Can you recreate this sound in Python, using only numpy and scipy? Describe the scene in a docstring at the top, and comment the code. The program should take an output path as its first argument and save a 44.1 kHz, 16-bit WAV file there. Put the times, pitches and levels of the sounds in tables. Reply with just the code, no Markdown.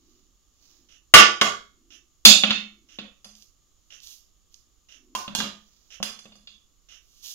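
"""Small ceramic and glass bowls knock on a large bowl, on each other and on their tray in a hard-walled kitchen.
Each blow layers a double clack of shaped noise over decaying sine modes; the hardest overload the microphones.
Dry herbs and chilli flakes, tipped out by a cook, hiss as showers of tiny impacts, and a sleeve brushes as soft noise.
A clock ticks faintly once a second in short noise clacks, over coloured-noise air and a low hum."""
import sys
import numpy as np
from scipy import signal
from scipy.fft import rfft, irfft
from scipy.io import wavfile
from scipy.ndimage import uniform_filter1d

SR = 44100
rng = np.random.default_rng(int(sys.argv[2]) if len(sys.argv) > 2 else 0)


def wav_record(signal):
    """Record a signal, one row per channel, as 16-bit PCM in the file named by sys.argv[1]."""
    frames = np.transpose(np.atleast_2d(signal))
    bounded = np.clip(frames, -1, 1)
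    # unit amplitude maps onto the largest positive 16-bit level
    quanta = np.round(bounded * 32767).astype(np.int16)
    wavfile.write(sys.argv[1], SR, quanta)


N = 323694  # length [samples]


def amp(db):
    """Decibels to gain."""
    return 10 ** (np.asarray(db) / 20)


def evened(x):
    """Scales to an rms of one."""
    return x / np.sqrt(np.mean(x ** 2) + 1e-20)


def read(points, hz):
    """Reads a spectrum on a log-frequency axis."""
    f, value = np.transpose(points)
    return np.interp(np.log(hz + 1), np.log(f), value)


def add(mix, s, sound):
    """Mixes a sound in at time s, cut off at the end of the mix."""
    part = mix[..., max(round(s * SR), 0):][..., :sound.shape[-1]]
    part += sound[..., :part.shape[-1]]


def coloured(x, spectrum):
    """Gives a full-length signal a spectrum, at an rms of one."""
    gain = amp(read(spectrum, np.fft.rfftfreq(N, 1 / SR)))
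    return evened(irfft(rfft(x) * gain, N))


def swells(rows):
    """Gain that rises and falls smoothly about the middle of each row."""
    t = np.arange(N) / SR
    return sum(amp(db) * np.exp(-(2 * (t - s) / length) ** 2) for s, length, db in rows)


def burst(shape, count=4):
    """Noise of energy one under an envelope, with an even spectrum."""
    x = rng.standard_normal(len(shape)) * shape
    for _ in range(count):
        # flatten the spectrum, then restore the envelope
        x = irfft(np.exp(1j * np.angle(rfft(x))), len(shape))
        x *= shape / np.sqrt(abs(uniform_filter1d(x ** 2, size=128)) + 1e-18)
    return x / np.linalg.norm(x)


def contact(hz, bright_hz):
    """A softer contact drives the high modes less: gain falls steeply above bright_hz."""
    return 1 / np.sqrt(1 + (hz / bright_hz) ** 6)


def clack(spectrum, t60, bright_hz, modes=(), lift=1.6, width=0.022, size=8192):
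    """Dense, quickly damped modes, made of decaying noise; they crowd round the main modes."""
    shape = amp(-60 * np.arange(size) / SR / t60) + 1e-7
    hz = abs(np.fft.fftfreq(size, 1 / SR))
    crowd = 1 + sum(lift / (1 + ((hz / mode[0] - 1) / width) ** 2) for mode in modes)
    gain = evened(amp(read(spectrum, hz)) * contact(hz, bright_hz) * crowd)
    # minimum phase keeps the attack sharp
    colour = np.exp(np.conj(signal.hilbert(np.log(gain + 1e-5))))
    noise = np.fft.ifft(np.fft.fft(burst(shape)) * colour).real
    fade = np.cos(np.linspace(0, np.pi / 2, size)) ** 2
    return noise * np.linalg.norm(shape) * fade


def ring(modes, bright_hz, free, echo, twin=0.26, split=0.0029, size=16000):
    """Decaying modes of random sign; an uneven wall gives each a weaker twin that beats with it."""
    hz, db, t60 = np.transpose(modes)[:, :, None]
    t60 = t60 * free
    t = np.arange(size) / SR
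    sign, side = rng.choice([-1, 1], (2, *hz.shape))
    waves = np.sin(2 * np.pi * hz * t)
    waves += twin * np.sin(2 * np.pi * hz * (1 + side * split) * t)
    # mode levels hold at the microphones: divide by the room's gain across each mode's width
    power = (abs(rfft(echo)) ** 2).mean(0)
    bins = np.fft.rfftfreq(echo.shape[1], 1 / SR)
    weight = 1 / (1 + ((bins - hz) * 2 * np.pi * t60 / np.log(1000)) ** 2)
    room_gain = np.sqrt(weight @ power / weight.sum(1))[:, None]
    decay = amp(db - 60 * t / t60)
    return (sign * contact(hz, bright_hz) * decay * waves / room_gain).sum(0)


# colour of the echo at each microphone: (frequency [Hz], relative level [dB])
ECHO_COLOUR_LEFT = [(60, -3.5), (200, 1.5), (500, -3), (1200, -2.5), (2200, -7), (4000, -12.5),
                    (6500, -6.5), (15000, -2.5)]
ECHO_COLOUR_RIGHT = [(60, -8.5), (200, 0.5), (500, -2.5), (1200, 0.5), (2200, 1), (4000, -1), (6500, 6),
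                     (15000, 9.5)]
RIGHT_LAG = 5  # samples by which the right microphone hears the direct sound later


def kitchen(wet_db, t60=0.34, build_s=.045, early=.38, air_hz=13000, left_db=-3, right_db=0,
            mono_hz=330, near=.5, near_s=0.0088, size=28000):
    """Direct path, quick counter reflections and an echo building between hard walls; air soaks up treble first."""
    t = np.arange(size) / SR
    build = 1 - (1 - early) * np.exp(-(t / build_s) ** 2)
    reflections = near * np.exp(-t / near_s)
    shape = amp(-60 * t / t60) * (build + reflections)
    hz, when, z = signal.stft([burst(shape), burst(shape)], SR, nperseg=256)
    same = 1 / (1 + (hz[:, None] / mono_hz) ** 4)  # long waves reach both microphones alike
    z[1] = np.sqrt(same) * z[0] + np.sqrt(1 - same) * z[1]
    colour_db = np.array([read(ECHO_COLOUR_LEFT, hz), read(ECHO_COLOUR_RIGHT, hz)])[:, :, None]
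    air_loss_db = 60 * when * (hz[:, None] / air_hz) ** 2
    echo = signal.istft(z * amp(wet_db + colour_db - air_loss_db), SR, nperseg=256)[1]
    echo[0, 0] += amp(left_db)
    echo[1, RIGHT_LAG] += amp(right_db)
    return echo


def heard(x, echo):
    """Carries a sound through the room to both microphones."""
    return signal.fftconvolve(x[None], echo, axes=1)[:, :N]


# air at each microphone, rumble to hiss: (frequency [Hz], relative density [dB per Hz])
AIR_LEFT_SPECTRUM = [(20, -6.5), (45, -1), (100, -16.5), (200, -22.5), (270, -18.5), (500, -23.5),
                     (1000, -30.5), (1180, -14.5), (1500, -34.5), (4700, -31), (6100, -30.5), (6900, -11),
                     (7900, -32.5), (15500, -35.5)]
AIR_RIGHT_SPECTRUM = [(20, 5), (45, 7), (110, -9), (190, -11.5), (270, -18), (650, -25.5), (2500, -29),
                      (2900, -19), (4800, -21), (6900, -14), (8000, -40), (11500, -31), (15500, -32)]
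# swells of the faint low hum: (middle [s], length [s], level [dB])
HUM_RISES = [(.1, 0.37, -67.5), (.8, 0.35, -71.5), (1.88, 0.33, -68), (2.8, 0.46, -69.5),
             (5.1, 0.22, -62.5)]


def room_tone(left_db=-67.0, right_db=-62.0, hum_rest_db=-85):
    """Rumble and thin hiss as coloured noise, with a low hum that swells and fades."""
    a, b, c = rng.standard_normal((3, N))
    left = amp(left_db) * coloured(a, AIR_LEFT_SPECTRUM)
    right = amp(right_db) * coloured(.5 * a + b, AIR_RIGHT_SPECTRUM)
    hum_band = ((150, -30), (250, -2), (350, 0), (480, -25), (1000, -60))
    hum = np.maximum(amp(hum_rest_db), swells(HUM_RISES)) * coloured(c, hum_band)
    return np.array([left, right]) + hum


# sleeve brushes as the arm moves: (middle [s], length [s], level before the room [dB])
BRUSHES = [(.12, 0.27, -65.5), (.69, 0.23, -57.5), (5.76, 0.44, -62)]
# hiss of the cloth: (frequency [Hz], relative density [dB per Hz])
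CLOTH_HISS = [(500, -12), (2000, -13), (4200, -1.5), (5500, -0.5), (7000, -2.5), (8000, -34), (15500, -14)]


def sleeve(slips_per_s=1500):
    """Cloth fibres slip in a soft hiss that follows the arm."""
    slips = rng.standard_normal(N) * (rng.random(N) < slips_per_s / SR)
    brushing = swells(BRUSHES) * coloured(slips, CLOTH_HISS)
    return heard(brushing, kitchen(wet_db=-2)) * amp([[-10], [-3]])


# tone of the clock case: (frequency [Hz], relative density [dB per Hz])
CASE_TONE = [(200, -31.5), (650, -14.5), (950, -29.5), (1300, -13), (2400, -9), (2850, 5), (3600, -5),
             (4700, -14.5), (5600, -3.5), (6700, -9.5), (8100, -35.5), (10500, -30.5), (15600, -33)]
FIRST_TICK_S, TICK_PERIOD_S = .887, 1
TOCK_LATE_S, TOCK_DB = 0.017, 4  # every other catch comes late, and that tick is louder
TICK_GROWTH_DB_PER_S = 0.94  # the ticks grow slightly louder
# parts of one tick: (base level [dB], t60 [s])
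CATCH, STEP, REBOUND = (-49, .16), (-42, 0.02), (-49.5, 0.04)
STEP_S, REBOUND_S = .036, .056  # after the start of the tick


def clock(direct_db=-6):
    """A small escapement across the room: a catch, then the hand's step and rebound, heard mostly as echo."""
    out = np.zeros(N)
    for k, s in enumerate(np.arange(FIRST_TICK_S, N / SR, TICK_PERIOD_S)):
        tock = k % 2
        lift_db = tock * TOCK_DB + TICK_GROWTH_DB_PER_S * s
        for delay, (db, t60) in ((tock * TOCK_LATE_S, CATCH), (STEP_S, STEP), (REBOUND_S, REBOUND)):
            add(out, s + delay, amp(db + lift_db) * clack(CASE_TONE, t60, bright_hz=13910))
    echo = kitchen(wet_db=-0.5, t60=.24, build_s=.02, early=0.29, near=0,
                   left_db=direct_db, right_db=direct_db)
    return heard(out, echo) * amp([[-9], [0]])


# ring of the unloaded tray: (frequency [Hz], relative level [dB], t60 [s])
TRAY_MODES = [(178, -9, .1), (209.5, -1, 0.66), (234, -9, .1), (336, -10, 0.058), (420, -15, 0.034),
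              (554, -7.5, 0.19), (634, -6.5, .13), (720, -6, 0.12), (810, -5, 0.054), (868, -6.5, 0.031),
              (1145, -0.5, 0.061), (1330, -6.5, 0.071)]
TRAY_FREE = 0.31  # share of the tray's ring time that its load leaves
RING_GROWTH = 0.7  # dB of ring per dB of strength: a harder blow comes with a firmer, damping grip
BOUNCE_S, BOUNCE_SOFTER = .005, 0.58  # a bowl lands twice; the second contact has this share of the brightness


def blows(rows, modes, spectrum, clack_t60, lift, wet_db, ring_db, free, bounce_db):
    """Each blow clacks, bounces, rings and thumps the tray; free is the share of ring time the grip leaves."""
    out = np.zeros((2, N))
    for s, db, bright_hz, tray_db in rows:
        echo = kitchen(wet_db)
        hit = amp(ring_db + RING_GROWTH * db) * ring(modes, bright_hz, free, echo)
        hit += amp(tray_db) * ring(TRAY_MODES, bright_hz, TRAY_FREE, echo, twin=0)
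        first = clack(spectrum, clack_t60, bright_hz, modes, lift)
        second = clack(spectrum, clack_t60, BOUNCE_SOFTER * bright_hz, modes, lift)
        add(hit, 0, amp(db) * first)
        add(hit, BOUNCE_S, amp(db + bounce_db) * second)
        add(out, s, heard(hit, echo))
    return out


# raps on the large bowl: (time [s], strength [dB], contact brightness [Hz], tray thump [dB])
RAP_HITS = [(1.1388, 12, 6363, -14), (1.4125, -7, 11600, -71), (1.4148, -12.5, 1460, -25.5)]
# ring of the large bowl before the grip damps it: (frequency [Hz], relative level [dB], t60 [s])
LARGE_BOWL_MODES = [(687, -5, .16), (1120, -3, .34), (1161, -7, .36), (1194, -5, .3), (1457, -8, .21),
                    (1779, -16, .2), (2051, -2, .22), (2130, -2, .33), (2735, -3, .25), (2853, -7, .23),
                    (2920, -7, .24), (3100, -7, .23), (3252, -2, .22), (3390, -7, .23), (3749, -14, .24),
                    (4915, -19, .22), (5458, -14, .22), (6400, -16, .25), (6815, -17, .25)]
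# dense modes of the rim: (frequency [Hz], relative density [dB per Hz])
RIM_TONE = [(30, -25.5), (150, -17.5), (300, -10), (650, -1.5), (920, -5.5), (1200, 2), (1700, -0.5),
            (2350, -0.5), (3000, 0.5), (4100, -1), (5400, -5.5), (7100, -10), (8000, -19), (15500, -24.5)]


def raps():
    """A small bowl is rapped on the large bowl to empty it, and the large bowl rings."""
    return blows(RAP_HITS, LARGE_BOWL_MODES, RIM_TONE, clack_t60=.045, lift=0.95,
                 wet_db=0.5, ring_db=-16.0, free=0.65, bounce_db=-7)


# rim-to-rim strikes: (time [s], strength [dB], contact brightness [Hz], tray thump [dB])
CLINK_HITS = [(2.2518, 7.5, 13660, -11.5)]
# ring of the small bowl, undamped; the settles play it too: (frequency [Hz], relative level [dB], t60 [s])
SMALL_BOWL_MODES = [(2631, -15, .14), (2826, -7, .18), (3421, -3.5, .3), (3569, -9, .26), (3707, -13, .2),
                    (4341, -3, .26), (4383, -7, .22), (4865, -6, .28), (4915, -9, .3), (5499, -19, .32),
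                    (6318, -5, .27), (6894, -8, .32), (7381, -15, .28), (8271, -20, .33), (8450, -24, .32),
                    (9668, -22, .32), (9767, -21, .25), (10480, -27, .32), (11150, -22, .32),
                    (11570, -22, .32), (12890, -24, .3)]
# dense modes of bowl on tray, in the settles too: (frequency [Hz], relative density [dB per Hz])
TRAY_TONE = [(30, -22.5), (150, -24.5), (300, -18.5), (700, -16.5), (1300, -1.5), (2000, -3), (2600, 9.5),
             (3600, 15.5), (5000, 2), (7000, 3.5), (8000, -21.5), (15500, -17)]


def clinks():
    """The emptied bowl strikes a neighbour rim to rim and rings loudly, its ring time about halved."""
    return blows(CLINK_HITS, SMALL_BOWL_MODES, TRAY_TONE, clack_t60=.05, lift=1.0,
                 wet_db=2.5, ring_db=-4, free=0.54, bounce_db=-10)


# small bowls moved on the tray: (time [s], strength [dB], contact brightness [Hz], tray thump [dB])
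SETTLE_HITS = [(2.436, -5.5, 3100, -19.5), (2.507, -6.5, 3270, -27), (2.987, -25, 2980, -35.5),
               (3.255, -50, 1520, -46.5), (5.279, -29, 2900, -31.5), (6.002, -47, 1020, -31.5),
               (6.255, -44, 2200, -46), (6.32, -48, 3700, -54.5), (6.473, -38, 4230, -58.5)]


def settles():
    """Small bowls are set down, nudged and lifted on the tray, with a quiet ring."""
    return blows(SETTLE_HITS, SMALL_BOWL_MODES, TRAY_TONE, clack_t60=0.024, lift=0.73,
                 wet_db=1, ring_db=-15.5, free=0.59, bounce_db=-7.5)


# bumps on the chilli bowl: (time [s], strength [dB], contact brightness [Hz], tray thump [dB])
BUMP_HITS = [(3.245, -42, 8800, -58.5), (6.028, -19.5, 9340, -40.5), (6.098, -40, 5000, -52),
             (6.19, -42, 7600, -69), (6.355, -56, 7800, -53.5)]
# ring of the chilli bowl, undamped: (frequency [Hz], relative level [dB], t60 [s])
CHILLI_BOWL_MODES = [(2800, -21, 0.14), (3450, -3, 0.16), (4220, -6, 0.31), (4860, 8.5, 0.052),
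                     (5690, -3, 0.079), (6245, 4.5, 0.091), (7070, -11, 0.47), (7350, -13, 0.51),
                     (8400, -10, 0.11), (9400, -14.5, 0.6), (10200, -4, 0.19), (11130, -5, 0.28),
                     (11800, -13, 0.47), (12855, -17, 0.094), (13900, -24, 0.2)]
# dense modes of the bumps: (frequency [Hz], relative density [dB per Hz])
BUMP_TONE = [(30, -33), (150, -20), (550, -4), (800, -5), (1200, 0), (2000, -2.5), (3300, 5), (4100, -6),
             (6500, -9.5), (8000, -25), (11500, -21), (15500, -7)]


def bumps():
    """The chilli bowl is bumped by its neighbours as the hand reaches in, and rings briefly."""
    return blows(BUMP_HITS, CHILLI_BOWL_MODES, BUMP_TONE, clack_t60=0.022, lift=0.99,
                 wet_db=2, ring_db=-15.5, free=0.53, bounce_db=-11.5)


POUR_ATTACK_S, POUR_RELEASE_DB_PER_S = 0.022, 330
TRICKLE_DB, TRICKLE_RISE_DB_PER_S = -15.5, 70  # a few grains run ahead of the heap


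def flow_of(s, length, db):
    """A trickle builds, the heap slides all at once, and the flow dies away."""
    t = np.arange(N) / SR - s
    trickle = amp(TRICKLE_DB + TRICKLE_RISE_DB_PER_S * np.minimum(t, 0))
    heap = np.clip(1 + t / POUR_ATTACK_S, 0, 1)
    return np.maximum(trickle, heap) * amp(db - POUR_RELEASE_DB_PER_S * np.maximum(t - length, 0))


# dry spice sliding or falling: (time [s], length [s], base level [dB])
SPICE_POURS = [(3.361, .07, -56), (4.034, 0.1, -45), (4.526, 0.035, -61.5), (7.242, 0.078, -38)]
# hiss of the grains: (frequency [Hz], relative density [dB per Hz])
GRAIN_HISS = [(500, -23), (2000, -19.5), (2900, 0), (4200, 2), (6500, 4.5), (7400, -5.5), (8200, -15.5),
              (12000, -5.5), (15500, -10)]
# single large flakes landing: (time [s], base level [dB])
FLAKE_HITS = [(3.353, -42), (3.423, -41), (4.003, -42), (4.072, -35), (4.543, -38)]


def spices(grains_per_s=5000, spread_db=2.5, flow_db=-3):
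    """Thousands of tiny impacts of uneven size, and a few large flakes."""
    flow = amp(flow_db) * sum(flow_of(*pour) for pour in SPICE_POURS)
    sizes = amp(spread_db * np.minimum(rng.exponential(1, N), 5)) * rng.choice([-1, 1], N)
    grains = sizes * (rng.random(N) < grains_per_s / SR)
    out = flow * coloured(grains, GRAIN_HISS)
    for s, db in FLAKE_HITS:
        add(out, s, amp(db) * clack(GRAIN_HISS, t60=.01, bright_hz=8000))
    return heard(out, kitchen(wet_db=-6.0)) * amp([[-5], [2]])


# touchdowns on the counter: (time [s], strength [dB], contact brightness [Hz], tray thump [dB])
TOUCH_HITS = [(5.151, -23, 10000, -42)]
# ring of the stone counter: (frequency [Hz], relative level [dB], t60 [s])
COUNTER_MODES = [(1044, 0, .08), (1130, -11, .07), (1480, -15, .12), (2783, -17, .15), (3171, -17, .15)]
# dense modes of the glass, in the glass knocks too: (frequency [Hz], relative density [dB per Hz])
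GLASS_TONE = [(30, -10), (150, -20), (350, -5.5), (900, 4), (2100, 0.5), (3300, 6.5), (4800, 6.5),
              (6800, 5), (8000, -7.5), (11500, -2.5), (15500, -1)]


def touches():
    """The glass bowl touches down on the stone counter, whose modes ring undamped."""
    return blows(TOUCH_HITS, COUNTER_MODES, GLASS_TONE, clack_t60=0.016, lift=0.92,
                 wet_db=4.0, ring_db=-5, free=1.0, bounce_db=-4.5)


# glass on the tray: (time [s], strength [dB], contact brightness [Hz], tray thump [dB])
GLASS_HITS = [(5.350, -15, 8250, -32.5), (5.388, -22.5, 7000, -29), (5.403, -17.5, 3600, -26.5)]
# ring of the glass bowl, undamped: (frequency [Hz], relative level [dB], t60 [s])
GLASS_BOWL_MODES = [(1620, -6.5, 0.31), (2440, -30, 0.6), (2810, -3, 0.9), (3360, 8.5, 0.089),
                    (3450, 5, 0.049), (4070, 10.5, 0.084), (4350, -15, 0.05), (4900, -28, 0.6),
                    (7150, -29, 0.87), (9000, -33.5, 0.27), (9700, -27, 0.34), (11900, -5, 0.3)]


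def glass_knocks():
    """The glass herb bowl is put back on the tray, its ring strongly damped."""
    return blows(GLASS_HITS, GLASS_BOWL_MODES, GLASS_TONE, clack_t60=0.0114, lift=0.65,
                 wet_db=6.5, ring_db=-16.5, free=0.22, bounce_db=-15)


def scene():
    """All the crockery, the pouring, the sleeve, the clock and the room."""
    crockery = raps() + clinks() + settles() + bumps() + touches() + glass_knocks()
    return crockery + spices() + sleeve() + clock() + room_tone()


EDGE_HZ = 15800  # top of the band


def record(dry):
    """Anything beyond full scale clips; then a steep low-pass limits the band."""
    clipped = np.clip(dry, -1, 1)
    band_limit = signal.firwin(511, EDGE_HZ, window=("kaiser", 8), fs=SR)
    return signal.oaconvolve(clipped, band_limit[None], "same")


dry = scene()
out = record(dry)
wav_record(out)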